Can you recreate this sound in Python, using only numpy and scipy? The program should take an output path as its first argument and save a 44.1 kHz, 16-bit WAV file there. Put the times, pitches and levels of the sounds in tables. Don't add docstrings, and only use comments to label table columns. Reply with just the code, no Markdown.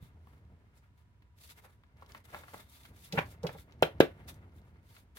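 import sys
import numpy as np
from scipy import signal
from scipy.fft import rfft, irfft
from scipy.io import wavfile

SR = 44100
rng = np.random.default_rng(int(sys.argv[2]) if len(sys.argv) > 2 else 0)


def to_wav(sig):
    pcm = np.clip(np.atleast_2d(sig), -1, 1) * 32767
    pcm = np.round(pcm).astype(np.int16)
    wavfile.write(sys.argv[1], SR, pcm.T)


N = 228737
T = np.arange(N) / SR
DECK_LATE_MS = -.19


def undb(db):
    return 10 ** (np.asarray(db) / 20)


def unit(x):
    return x / np.sqrt(np.mean(x ** 2))


def add(track, start_s, sound):
    i = max(int(start_s * SR), 0)
    part = sound[..., :max(N - i, 0)]
    track[..., i:i + part.shape[-1]] += part


def colour(x, points):
    n = 2 * x.shape[-1]
    hz, db = np.transpose(points)
    log_hz = np.log(np.fft.rfftfreq(n, 1 / SR) + 1)
    gain = unit(undb(np.interp(log_hz, np.log(hz), db)))
    cepstrum = irfft(np.log(gain)) * (1 + np.sign(np.fft.fftfreq(n)))
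    return irfft(rfft(x, n) * np.exp(rfft(cepstrum)))[..., :n // 2]


def resonance(x, hz, width_hz):
    return signal.lfilter(*signal.iirpeak(hz, hz / min(width_hz, SR / 4), fs=SR), x)


def double_resonance(x, hz, width_hz):
    return resonance(resonance(x, hz, width_hz), hz, width_hz)


def lowpass(x, hz, order=2):
    return signal.sosfilt(signal.butter(order, hz, fs=SR, output="sos"), x)


def highpass(x, hz):
    return signal.sosfilt(signal.butter(1, hz, "high", fs=SR, output="sos"), x)


def walk(rate_hz):
    knots = rng.standard_normal(int(N / SR * rate_hz) + 2)
    return np.interp(T * rate_hz, np.arange(len(knots)), knots)


def grains(per_s, spread_db, size=N):
    strength = undb(spread_db * np.minimum(rng.exponential(size=size), 4))
    return unit((rng.random(size) < per_s / SR) * rng.choice([-1, 1], size) * strength)


def ears(x, late_ms):
    lag = int(round(late_ms * SR / 1000))
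    return np.array([np.pad(x, (max(k, 0), 0))[:len(x)] for k in (lag, -lag)])


def crackle(per_s, spread_db, shared_hz, late_ms=-0.13, size=N):
    common, left, right = (grains(per_s, spread_db, size) for _ in range(3))
    lows = ears(lowpass(common, shared_hz, order=1), late_ms)
    return lows + highpass(np.array([left, right]), shared_hz)


def room(x, early_db, tail_db, t60_s=0.17, early_s=0.0062, shared_hz=600):
    t = T[:SR // 2]
    early = np.exp(-t / early_s) * (t > .002) * rng.standard_normal((2, len(t)))
    tail = undb(-60 * t / t60_s) * np.clip(t / 0.014 - .5, 0, 1) * rng.standard_normal((2, len(t)))
    mid, side = (undb(early_db) * unit(early) + undb(tail_db) * unit(tail)) / np.sqrt(2 * len(t))
    side = highpass(side, shared_hz)
    spectrum = [(150, 1.5), (500, 2), (3500, -1.5), (7000, -1.5), (16000, -0.5)]  # f/Hz, level/dB
    response = colour(np.array([mid + side, mid - side]), spectrum)
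    return x + signal.fftconvolve(x, response, axes=1)[:, :N]


def room_tone():
    # f/Hz, level/dB
    spectrum = [(20, -30.5), (45, -13), (65, 2), (95, 0.5), (130, -10), (190, -16), (300, -24),
                (600, -36.5), (1400, -31.5), (3000, -40.5), (6000, -49), (16000, -56)]
    mid, side = colour(rng.standard_normal((2, N)), spectrum)
    side = highpass(side, 700) + undb(-14.5) * side
    rumble = undb(-66.5) * unit(double_resonance(rng.standard_normal(N), hz=68, width_hz=30))
    whine = undb(-87) * unit(double_resonance(rng.standard_normal(N), hz=970, width_hz=60))
    air = undb(-64 + 0.83 * walk(4.6)) * np.array([mid + side, mid - side])
    return (air + rumble + whine) * undb([[-.5], [.5]])


def speed(peak_s, rise_s, fall_s):
    phase = np.interp(T, [peak_s - rise_s, peak_s, peak_s + fall_s], [0, 1, 0])
    return np.sin(np.pi / 2 * phase) ** 1.92


def effort(resting_db=-70):
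    # peak t/s, rise/s, fall/s, level/dB
    shifts = [(.2, .6, 0.93, -60.5), (2.35, 0.92, 1.3, -63), (2.92, 0.15, 0.13, -57), (3.3, 0.45, 0.3, -53),
              (4.05, .9, 1.3, -52)]
    power = sum((undb(db) * speed(peak_s, rise_s, fall_s)) ** 2 for peak_s, rise_s, fall_s, db in shifts)
    return np.sqrt(undb(resting_db) ** 2 + power)


def hands(lumpy_db=2.5):
    # f/Hz, level/dB
    spectrum = [(30, -17.5), (80, 7), (150, -2.5), (250, -9.5), (450, -17), (900, -23.5), (3000, -50.5),
                (15000, -61)]
    bumps = colour(grains(per_s=790, spread_db=0.86), spectrum)
    return ears(bumps * effort() * undb(lumpy_db * walk(23)), late_ms=-.2)


def friction(held_hiss_db=-36, held_rub_db=-17):
    # peak t/s, rise/s, fall/s, face hiss/dB, edge rub/dB
    strokes = [(.045, 0.053, 0.066, -71, -71), (.29, .13, 0.18, -82, -82), (.78, 0.052, 0.026, -79, -79),
               (.84, 0.037, 0.066, -86, -73.5), (1.0, 0.064, 0.05, -81.5, -78.5),
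               (1.457, 0.11, 0.058, -62, -75), (1.514, 0.046, 0.026, -59, -67.5),
               (1.58, 0.033, 0.03, -64, -58.5), (1.65, 0.047, 0.033, -66, -64.5),
               (1.71, 0.07, 0.068, -76.5, -72.5), (2.0, 0.056, .13, -77.5, -64.5),
               (2.1, 0.026, 0.049, -70, -64.5), (2.175, 0.071, 0.05, -71, -62.5),
               (2.255, .02, 0.0098, -63.5, -65), (2.344, 0.096, .19, -62, -57),
               (2.534, 0.11, 0.17, -60.5, -59.5), (2.75, 0.096, 0.18, -63.5, -73),
               (2.85, 0.073, .09, -65.5, -67), (2.97, 0.066, 0.058, -70.5, -75),
               (3.05, 0.1, 0.057, -58.5, -74.5), (3.19, .11, 0.06, -57.5, -48.5),
               (3.315, 0.12, 0.043, -63.5, -72), (3.53, 0.13, 0.048, -65.5, -62),
               (3.604, 0.063, 0.046, -65, -76), (3.725, 0.024, 0.027, -79.5, -66),
               (4.2, 0.15, 0.24, -82, -66.5), (4.294, 0.031, 0.037, -56.5, -64),
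               (4.345, 0.041, 0.033, -72, -89), (4.575, 0.056, 0.039, -73.5, -92),
               (4.683, 0.065, 0.064, -83.5, -94), (4.956, .16, 0.11, -68, -71),
               (5.174, 0.029, 0.074, -58, -62)]
    power = (undb([[held_hiss_db], [held_rub_db]]) * effort()) ** 2
    for peak_s, rise_s, fall_s, hiss_db, rub_db in strokes:
        power += (undb([[hiss_db], [rub_db]]) * speed(peak_s, rise_s, fall_s)) ** 2
    return np.sqrt(power)


def sliding(hiss_catch_db=2.76, rub_catch_db=3.5, snag_db=-8):
    # f/Hz, level/dB
    hiss_spectrum = [(300, -21), (900, -4.5), (2000, 0), (3500, 2), (5000, 0.5), (8000, -2), (11500, 1.5),
                     (15000, -1.5), (17000, -4.5)]
    rub_spectrum = [(100, -9.5), (250, -2), (450, -2.5), (750, -4), (1400, -4), (2200, -7), (3500, -18.5),
                    (6000, -36), (15000, -36.5)]
    flex_modes = [(2500, -17), (3650, -3), (4400, -12.5)]  # f/Hz, level/dB
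    face_gain, edge_gain = friction()
    catch = walk(rate_hz=63)
    nicks = crackle(per_s=150, spread_db=4.9, shared_hz=6000, late_ms=-0.32)
    face_grain = crackle(per_s=9000, spread_db=1.9, shared_hz=1800, late_ms=-.24)
    scrape = colour(face_grain + undb(-4.5) * nicks, hiss_spectrum)
    flex = sum(double_resonance(scrape, hz, 960) * undb(db + 5.8 * walk(25)) for hz, db in flex_modes)
    hiss = (scrape + flex) * face_gain * undb(hiss_catch_db * catch)
    edge_grain = crackle(per_s=1300, spread_db=2.4, shared_hz=2500, late_ms=-0.22)
    rub = colour(edge_grain, rub_spectrum) * edge_gain * undb(rub_catch_db * catch)
    snag_pulses = ears(grains(per_s=40, spread_db=3.8), DECK_LATE_MS)
    snags = resonance(snag_pulses, hz=3900, width_hz=1400) * edge_gain * undb(snag_db)
    return room(hiss + rub + snags, early_db=-4, tail_db=-13.5)


def ticks(cut_s=(3.1, 3.5), cut_late_ms=.3):
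    # t/s, level/dB, ring f/Hz, decay/ms
    snaps = [(.272, -42.5, 860, 1.5), (.333, -51.5, 870, 2.5), (.774, -65, 5500, 13),
             (1.222, -56, 2000, 4.6), (1.493, -48, 2610, 9), (1.836, -51, 1320, 3.2),
             (2.023, -37.5, 680, 3.9), (2.062, -52, 3370, 2.7), (2.093, -53, 2950, 3),
             (2.12, -42.5, 3400, 2), (2.148, -32.5, 1200, 2.9), (2.346, -22, 890, 1.6),
             (2.436, -38.5, 1010, 2.4), (2.482, -43, 1380, 3.9), (2.543, -31.5, 716, 1.9),
             (2.852, -42, 2010, 5.5), (3.124, -30.5, 3400, 6.6), (3.175, -28, 1100, 4.3),
             (3.189, -22, 1800, 1.8), (3.432, -44, 3900, 6), (3.468, -30, 2690, 5.1),
             (3.585, -41.5, 1900, 1.3), (3.723, -50, 2990, 1.7), (4.282, -47.5, 3700, 4.9),
             (4.343, -55, 6940, 1.7), (4.965, -46, 1800, 5.4), (5.171, -37.5, 1500, 1.3)]
    out, t = np.zeros((2, N)), T[:SR // 10]
    for start_s, db, hz, decay_ms in snaps:
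        late_ms = cut_late_ms if cut_s[0] < start_s < cut_s[1] else DECK_LATE_MS
        grit = crackle(per_s=14000, spread_db=1.2, shared_hz=3000, late_ms=late_ms, size=len(t))
        click = ears(1. * (t == 0), late_ms)
        slip = undb(-1.5) * grit * np.exp(-1000 * t / decay_ms) + undb(9.5) * click
        ring = double_resonance(slip, hz, 1.32 * hz) * np.sqrt(5000 / hz)
        add(out, start_s, undb(db) * (ring + undb(-12.5) * hz / 3000 * slip))
    return room(out, early_db=-5.5, tail_db=-10.5)


def flops():
    # first touch t/s, level/dB, rise/ms, decay/ms, cutoff/Hz
    packets = [(0.017, -44.5, 13, 8.9, 148), (1.634, -57, 15.5, 22, 1620), (2.319, -49, 19.6, 29, 1560),
               (2.532, -46.5, 13.4, 5.9, 1330), (3.125, -36, 14.6, 26, 480), (3.171, -22, 19.9, 1.5, 2500),
               (3.429, -34, 18.5, 18.6, 760), (3.486, -41.5, 7.9, 7.2, 1800), (3.54, -48, 12, 14.6, 830)]
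    # f/Hz, level/dB
    spectrum = [(40, -14), (90, 3.5), (150, 2), (250, -8), (340, -6.5), (500, -1.5), (700, -2), (1200, -3),
                (2500, -0.5), (5000, -16.5), (15000, -5)]
    out = np.zeros((2, N))
    patter = colour(crackle(per_s=4000, spread_db=2.27, shared_hz=1540), spectrum)
    for start_s, db, rise_ms, decay_ms, cutoff_hz in packets:
        age_ms = 1000 * (T - start_s)
        swell = np.clip(age_ms / rise_ms, 0, 1) * np.exp(-np.maximum(age_ms - rise_ms, 0) / decay_ms)
        out += undb(db) * swell * unit(lowpass(patter, cutoff_hz, order=3) + undb(-37) * patter)
    return room(out, early_db=-3.5, tail_db=-11)


def knocks(max_t60_s=.18):
    # t/s, thud level/dB, f/Hz, width/Hz, contact/ms, clatter/dB, ring/dB
    blows = [(3.8246, -5, 588, 612, .6, -14.5, -25), (4.0034, -1, 426.6, 554.6, .7, -12, -22)]
    # f/Hz, level/dB, t60/s before the cap
    modes = [(128, -14, 0.099), (158, -3, 0.12), (305, -10.5, 0.17), (355, -8, 0.21), (442.4, -3, 0.15),
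             (554, -6, .17), (677, -16.5, 0.13), (774, -19, 0.11), (1147, -15.5, 0.16), (1326, -13, 0.11),
             (1540, -12, 0.085), (1870, -20, 0.17), (2055, -16, 0.17), (2640, -12.5, 0.08),
             (3150, -17, .08), (3400, -16.5, .08)]
    # f/Hz, level/dB
    clatter_spectrum = [(200, -12.5), (800, -8.5), (1100, -2), (1500, 7.5), (2200, -2), (3300, 4.5),
                        (4500, -12.5), (6000, -17), (8000, -29), (11500, -20.5), (16000, -26)]
    thuds, rings, clatter = np.zeros(N), np.zeros(N), np.zeros((2, N))
    t = T[:SR // 2]
    ring = sum(undb(db - 60 * t / min(t60_s, max_t60_s)) * np.sin(2 * np.pi * hz * t)
               for hz, db, t60_s in modes)
    settle = (1 - np.exp(-t / 0.0018)) * np.exp(-t / 0.0046)
    for start_s, db, hz, width_hz, contact_ms, clatter_db, ring_db in blows:
        force = np.sin(np.pi * np.minimum(1000 * t / contact_ms, 1)) ** 2
        cushioned = lowpass(force, 1.7 * hz)
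        thud = -double_resonance(cushioned, hz, width_hz)
        add(thuds, start_s, undb(db) * thud / abs(thud).max())
        add(rings, start_s + 0.0018, undb(ring_db) * ring * (1 - np.exp(-t / 0.0013)))
        first, rest = (crackle(per_s=9000, spread_db=2.2, shared_hz=2500, size=len(t)) for _ in range(2))
        add(clatter, start_s - .001, undb(-26.5) * first * np.exp(-t / 0.0015))
        add(clatter, start_s + .001, undb(clatter_db) * colour(rest * settle, clatter_spectrum))
    wood = room(ears(thuds, -0.23), early_db=-12.5, tail_db=-15.5, shared_hz=288) + ears(rings, -0.16)
    return wood + room(clatter, early_db=-7, tail_db=-11.5)


def scene():
    return sliding() + ticks() + flops() + knocks() + hands() + room_tone()


def record(dry, bottom_hz=30, top_hz=15900):
    clipped = np.clip(highpass(dry, bottom_hz), -1, 1)
    return signal.sosfilt(signal.ellip(8, .2, 70, top_hz, fs=SR, output="sos"), clipped)


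dry = scene()
out = record(dry)
to_wav(out)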